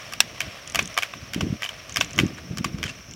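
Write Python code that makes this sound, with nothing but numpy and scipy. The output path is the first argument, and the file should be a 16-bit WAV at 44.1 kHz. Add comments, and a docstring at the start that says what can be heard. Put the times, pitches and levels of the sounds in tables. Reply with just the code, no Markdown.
"""Roller skier on an asphalt road

Steel pole tips strike and bounce, and the skis slap down in turn, each ringing briefly.
The wheels hiss on the rough road, and something on the gear ticks in runs, once a stride.
Insects drone in the verge and gusts of wind thump on the microphone."""
import sys
import numpy as np
from scipy import signal
from scipy.fft import rfft, irfft, next_fast_len
from scipy.io import wavfile
from scipy.ndimage import map_coordinates

SR = 44100
rng = np.random.default_rng(int(sys.argv[2]) if len(sys.argv) > 2 else 0)


def generate_wav(signal):
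    """Clip the signal to [-1, 1] and save it as 16-bit WAV at the path in sys.argv[1]."""
    frames = np.transpose(np.atleast_2d(signal))
    scaled = np.clip(frames, -1, 1) * 32767
    pcm = np.round(scaled).astype(np.int16)
    wavfile.write(sys.argv[1], SR, pcm)


N = 138915

# The tones a pole rings with: pitch_hz, level_db, fade_s (time to fall by 60 dB)
POLE_TONES = [(695, -13, 0.036), (1213, -2, 0.016), (1568, -3, 0.012), (2270, -7.5, 0.02),
              (2557, -4.5, 0.0065), (3090, -6.5, 0.018), (4440, -12, 0.021), (5580, -8.5, 0.024),
              (7000, -6.5, 0.0041), (11400, -18.5, 0.026)]
# Tip hits and bounces: start_s, level_db, knock_db, treble_db (both added to the level), ring_hz
POLE_HITS = [(0.1234, -37, 0, -3, 1180), (.135, -32.5, -7, -0.5, 2700), (0.4042, -21.5, -13.5, -7, 2520),
             (0.4142, -29.5, -31, -7, 3100), (0.7464, -24.5, -3.5, -4.5, 2530),
             (.756, -21.5, -5, -2.5, 2870), (0.967, -35, 1, -18, 2190), (0.9758, -19, -1, -6.5, 2290),
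             (0.9855, -23.5, -2, -6.5, 2300), (1.023, -25.5, -10, -11, 2260),
             (1.0314, -21.5, -14.5, -11, 2330), (1.136, -34, 0.5, -20, 1050),
             (1.334, -29.5, -13, -3.5, 2443), (1.344, -29, -14, -4, 3070), (1.6209, -29, -4.5, -7.5, 1940),
             (1.6305, -25, -11.5, -16, 1980), (1.641, -29, -11, -6, 2995), (1.649, -31, -10, -9, 2330),
             (1.6591, -30, -13, -17, 2980), (1.69, -28.5, -15, -10.5, 2950), (1.9594, -23, -10.5, -5, 1920),
             (1.9692, -22.5, -4, -0.5, 3260), (2.179, -29.5, -1.5, -4.5, 1550),
             (2.188, -14, -10.5, -11.5, 2030), (2.1981, -22, -10, -9, 1970), (2.572, -36, -0.5, 1, 1490),
             (2.5828, -33.5, -9, 1, 1920), (2.7843, -41, 0.5, -5.5, 1460), (2.8289, -26, -10, -7, 1920),
             (2.8381, -26.5, -16, -6.5, 1970)]
def poles():
    """Steel tips hit the road, and each hard, short contact rings the shaft."""
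    out = np.zeros(N)
    for start_s, level_db, knock_db, treble_db, ring_hz in POLE_HITS:
        hit = strike(POLE_TONES, contact_s=0.0016, rise_s=0.00034,
                     crack_db=1, crack_fade_s=0.012, detune=0.014)
        hit = turn_away(boost_ring(hit, ring_hz), start_s, db_per_s=2.5)
        add(out, start_s, amp(level_db) * balance(hit, knock_db, treble_db))
    return out


# The tones of a glancing hit: pitch_hz, level_db, fade_s
GLANCE_TONES = [(704, -19, 0.017), (1680, -11.5, 0.018), (2640, 0, 0.015), (3503, 2.5, 0.0079),
                (4326, 2, 0.0094), (5420, 1.5, 0.01), (5790, 0.5, 0.013), (7740, 0.5, 0.0012)]
def glancing_tip():
    """One tip glances hard off the road and rings higher."""
    out = np.zeros(N)
    hit = strike(GLANCE_TONES, contact_s=0.0013, rise_s=0.00025,
                 crack_db=-8.5, crack_fade_s=0.024, detune=0.0036)
    add(out, 0.2041, amp(-8.5) * unit_hit(hit))
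    return out


# The tones a ski frame rings with: pitch_hz, level_db, fade_s
SKI_TONES = [(621, -8, 0.0047), (1126, -8.5, 0.028), (1518, 1.5, 0.015), (2224, -4.5, 0.022),
             (2640, -6, 0.012), (3027, -3, 0.019), (4885, -5, 0.031), (5650, 2.5, 0.026),
             (7160, -2.5, 0.022)]
# Ski landings: start_s, level_db, knock_db, treble_db (both added to the level), ring_hz
SKI_LANDINGS = [(0.7889, -16, -7, -9.5, 2500), (1.4068, -25.5, -0.5, -5.5, 2870),
                (2.0081, -15, -8, -8, 2680), (2.6431, -25, 2.5, -2.5, 1110)]
def skis():
    """Wheels and frame land with a longer, softer clack."""
    out = np.zeros(N)
    for start_s, level_db, knock_db, treble_db, ring_hz in SKI_LANDINGS:
        hit = strike(SKI_TONES, contact_s=0.0035, rise_s=0.0014,
                     crack_db=-1, crack_fade_s=0.015, detune=0.012)
        add(out, start_s, amp(level_db) * balance(boost_ring(hit, ring_hz), knock_db, treble_db))
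    return out


# The crack's colour (how strong its noise is at each pitch): pitch_hz, level_db
CRACK_COLOUR = [(200, -23), (600, -11), (3000, -1), (4050, -3), (5600, 2.5), (8000, -11.5), (12000, -16),
                (16000, -18.5)]
def strike(tones, contact_s, rise_s, crack_db, crack_fade_s, detune):
    """A gritty contact gives a crack of noise and rings the tones, a little differently each time."""
    t = np.arange(SR // 10) / SR
    rise = 1 - np.exp(-t / rise_s)
    since_contact = np.maximum(t - contact_s, 0)
    ring = 0
    for hz, db, fade_s in tones:
        level_shift, pitch_shift, phase = rng.standard_normal(3)
        fade = amp(db + 2 * level_shift - 60 * since_contact / fade_s)
        ring = ring + fade * np.sin(2 * np.pi * (hz * (1 + detune * pitch_shift) * t + phase))
    crack = amp(-60 * since_contact / crack_fade_s) * noise(CRACK_COLOUR, size=len(t))
    return unit_hit(rise * ring) + amp(crack_db) * unit_hit(rise * crack)


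def boost_ring(x, hz, ring_db=4.5, width_hz=170):
    """Bring out the one tone that this contact rings most."""
    return x + amp(ring_db) * signal.lfilter(*signal.iirpeak(hz, hz / width_hz, fs=SR), x)


def balance(x, knock_db, treble_db, knock_hz=1400, treble_hz=3800):
    """Give a hit its own share of dull knock and bright treble around the middle pitches."""
    bands = [(knock_hz, "low", knock_db), ((knock_hz, treble_hz), "band", 0),
             (treble_hz, "high", treble_db)]
    out = 0
    for hz, kind, db in bands:
        band = signal.sosfilt(signal.butter(6, hz, kind, fs=SR, output="sos"), x)
        out = out + amp(db) * unit_hit(band)
    return out


def turn_away(x, start_s, db_per_s, neutral_s=1.95, above_hz=8000):
    """The skier turns away: early hits get more of the highest treble, late ones less."""
    return filtered(x, lambda hz: amp(-db_per_s * (start_s - neutral_s) * (hz > above_hz)))


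# The colour of a tick: pitch_hz, level_db
METAL_COLOUR = [(1000, -36), (3000, 7.5), (4600, -13), (5800, 12), (7200, 6), (8500, -12.5), (10500, -13),
                (12500, -46)]
# Ticks of the gear: start_s, level_db
GEAR_TICKS = [(.675, -36), (0.6983, -37.5), (0.721, -40), (.826, -35.5), (0.8563, -35.5), (0.8749, -36),
              (0.9423, -39), (1.8947, -38.5), (1.923, -36.5), (1.943, -37), (2.004, -33), (2.046, -35.5),
              (2.108, -41), (2.132, -38.5), (2.161, -39), (2.265, -39), (3.111, -40.5), (3.1365, -41)]
def ticks(rise_s=0.0005, fade_s=0.012):
    """A small metal part gives thin, scratchy ticks, duller as the skier moves away."""
    out, t = np.zeros(N), np.arange(SR // 30) / SR
    shape = (1 - np.exp(-t / rise_s)) * amp(-60 * t / fade_s)
    for start_s, level_db in GEAR_TICKS:
        scratch = turn_away(noise(METAL_COLOUR, size=len(t)), start_s, db_per_s=8)
        add(out, start_s, amp(level_db) * unit_hit(shape * scratch))
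    return out


# How loud the wheels are: time_s, level_db
WHEEL_LEVELS = [(0, -39.5), (.18, -44), (.38, -43.5), (.45, -40.5), (.68, -45), (.83, -42), (1.3, -46),
                (1.7, -44.5), (2.27, -43.5), (2.45, -49.5), (2.92, -46.5), (3.15, -54)]
# The colour of their hiss: pitch_hz, level_db
WHEEL_COLOUR = [(150, -1), (400, -9), (640, 5), (870, -10.5), (1150, 1), (1400, -4), (2400, 0.5),
                (3100, -2), (4000, -9), (5000, -9), (7500, -19), (16000, -30)]
def wheels():
    """Wheels hiss unevenly on the rough asphalt."""
    level_db = curve(WHEEL_LEVELS) + 0.89 * wobble(44.18) + 1.7 * wobble(350)
    return amp(level_db) * noise(WHEEL_COLOUR)


# Short skids: start_s, length_s, level_db, ring_hz
TIP_SKIDS = [(0.768, 0.034, -35, 2400), (1.972, 0.021, -28, 2310), (2.376, .02, -33.5, 1540),
             (1.625, 0.048, -38, 2200), (2.85, 0.032, -34.5, 3070), (2.875, 0.043, -33.5, 2750)]
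def skids():
    """A tip scrapes over grit, and the sound fades as it grips."""
    colour = [(300, -32), (1500, 3.5), (2800, -2), (4200, -6),  # pitch_hz, level_db
              (6500, -5.5), (9000, -17), (16000, -38)]
    grit = unit(amp(3.3 * wobble(500)) * noise(colour))
    out = np.zeros(N)
    for start_s, length_s, level_db, ring_hz in TIP_SKIDS:
        shape = curve([(start_s, 0), (start_s + 0.0066, 1),
                       (start_s + length_s / 2, 0.82), (start_s + length_s, 0.02)])
        scrape = unit(boost_ring(boost_ring(grit, ring_hz), ring_hz))
        out += amp(level_db) * shape * scrape
    return out


# The colour of the echo: pitch_hz, level_db
ECHO_COLOUR = [(300, -15.5), (1200, -1), (2500, 4), (4000, -4), (6000, -8), (10000, -19.5), (11800, -16),
               (13000, -22)]
def roadside_echo(hits, fade_s=0.14):
    """Road and bushes scatter each hit into a short wash of noise."""
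    t = np.arange(SR // 3) / SR
    tail = amp(-60 * t / fade_s) ** 2
    energy = signal.fftconvolve(hits ** 2, tail / tail.sum())[:N]
    return np.sqrt(np.abs(energy)) * noise(ECHO_COLOUR)


# How strong the wind is: time_s, level_db
GUST_LEVELS = [(0, -53), (.47, -43), (.53, -62), (.7, -52.5), (.81, -32), (.91, -53), (1.08, -53),
               (1.2, -41), (1.33, -49), (1.37, -28), (1.52, -33), (1.59, -54), (1.92, -50), (2.0, -36),
               (2.15, -46.5), (2.19, -22), (2.26, -30), (2.34, -41), (2.66, -35), (2.87, -37.5),
               (2.94, -49.5), (3.07, -51), (3.15, -41.5)]
# The colour of its rumble: pitch_hz, level_db
RUMBLE_COLOUR = [(30, -36), (50, -6.5), (90, -4), (170, -2.5), (300, -7), (500, -19), (900, -37),
                 (2500, -85)]
# Swirls of air hitting the microphone: middle_s, level_db, pitch_hz
WIND_THUMPS = [(0.482, -29, 110), (1.364, -16.5, 236), (1.433, -14.5, 131), (1.47, -21.5, 219),
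               (1.507, -17, 128.3), (1.529, -13, 182), (2.237, -7, 237), (2.26, -11.5, 173),
               (2.513, -19, 125), (2.611, -18, 176), (2.661, -21.5, 190), (2.747, -17, 138)]
def wind(flutter_db=2.8, brightening=0.22):
    """Wind rumbles on the microphone, brighter in strong gusts, and single swirls thump."""
    gust_db = curve(GUST_LEVELS)
    rumble = noise(RUMBLE_COLOUR)
    deep = filtered(rumble, lambda hz: 1 / (1 + (hz / 130) ** 4))
    neutral_db = (gust_db.max() + gust_db.mean()) / 2
    tilt = amp(brightening * (gust_db - neutral_db))
    out = amp(gust_db + flutter_db * wobble(39.91)) * (deep / tilt + (rumble - deep) * tilt)
    t = np.arange(-SR // 20, SR // 20) / SR
    for middle_s, level_db, hz in WIND_THUMPS:
        swell = np.exp(-(t * hz / 0.52) ** 2)  # lasts a cycle or two
        tone = np.sin(2 * np.pi * hz * t + rng.uniform(-1.6, 1))
        add(out, middle_s + t[0], amp(level_db) * swell * tone)
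    return out


# The colour of the insect chorus: pitch_hz, level_db
CHORUS_COLOUR = [(3500, -42), (4800, -25), (5300, 8), (5700, 4), (6150, 2), (6600, -9), (8000, -62)]
def insects(chirps_per_s=18, chirp_s=0.034, pitch_hz=5610, fall_hz=690):
    """A high chorus drones while one nearer insect sings quick, raspy chirps that fall in pitch."""
    chorus = amp(-53 + 1.1 * wobble(25.2) + wobble(2.05)) * noise(CHORUS_COLOUR)
    song = np.zeros(N)
    size = round(chirp_s * SR)
    progress = np.linspace(-0.5, 0.5, size)
    rasp = 0.85 * wobble(600)
    for k, (time_shift, pitch_shift, level_shift) in enumerate(rng.standard_normal((80, 3))):
        hz = pitch_hz + 110 * pitch_shift - fall_hz * progress
        phase = 2 * np.pi * np.cumsum(hz) / SR + np.roll(rasp, -k * size)[:size]
        chirp = amp(2 * level_shift) * np.cos(np.pi * progress) * np.sin(phase)
        add(song, (k + 0.081 * time_shift) / chirps_per_s, chirp)
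    return chorus + amp(-54) * unit(song)


# The colour of the outdoor hush: pitch_hz, level_db
AIR_COLOUR = [(100, 9), (500, 30.5), (1500, 17), (4000, -3), (8000, 6), (15000, 12)]
def air():
    """A faint, steady hush lies behind everything."""
    return amp(-57.5) * noise(AIR_COLOUR)


def amp(db):
    """Turn decibels into a number to multiply by."""
    return 10 ** (np.asarray(db) / 20)


def unit(x):
    """Scale a sound to an average strength (rms) of 1."""
    return x / np.sqrt(np.mean(x ** 2) + 1e-20)


def unit_hit(x, length_s=0.008):
    """Give a hit the energy of a sound of strength 1 lasting length_s."""
    return x / np.sqrt(np.sum(x ** 2) / (length_s * SR) + 1e-20)


def curve(rows):
    """Join (time_s, value) points with straight lines."""
    return np.interp(np.arange(N) / SR, *np.transpose(rows))


def wobble(per_s):
    """A smooth curve through per_s random values a second."""
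    return map_coordinates(rng.standard_normal(N // 8), [np.arange(N) * per_s / SR], mode="wrap")


def filtered(x, gain_at):
    """Turn each pitch in x up or down by gain_at(hz)."""
    size = next_fast_len(len(x) + 8192)
    return irfft(rfft(x, size) * gain_at(np.fft.rfftfreq(size, 1 / SR)), size)[:len(x)]


def noise(colour, size=N):
    """Noise of strength 1, shaped by (pitch_hz, level_db) points."""
    pitch_hz, level_db = np.transpose(colour)
    white = rng.standard_normal(size)
    return unit(filtered(white, lambda hz: amp(np.interp(np.log(hz + 1), np.log(pitch_hz + 1), level_db))))


def add(out, start_s, x):
    """Mix x into out from start_s on."""
    part = out[max(round(start_s * SR), 0):][:len(x)]
    part += x[:len(part)]


def scene():
    """The skier among wind, insects and still air."""
    hits, glance = poles() + skis(), glancing_tip()
    echo = amp(-10) * roadside_echo(hits + amp(-9) * glance)
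    skier = hits + glance + ticks() + echo + wheels() + skids()
    return (skier + wind() + insects() + air())[None]


def record(dry, low_hz=42, top_hz=16100):
    """The microphone drops the deepest bass, clips the loudest click and cuts the highest treble."""
    heard = filtered(dry[0], lambda hz: 1 - 1 / (1 + (hz / low_hz) ** 6))
    return filtered(np.clip(heard, -1, 1), lambda hz: 1 / (1 + (hz / top_hz) ** 80))[None]


dry = scene()
out = record(dry)
generate_wav(out)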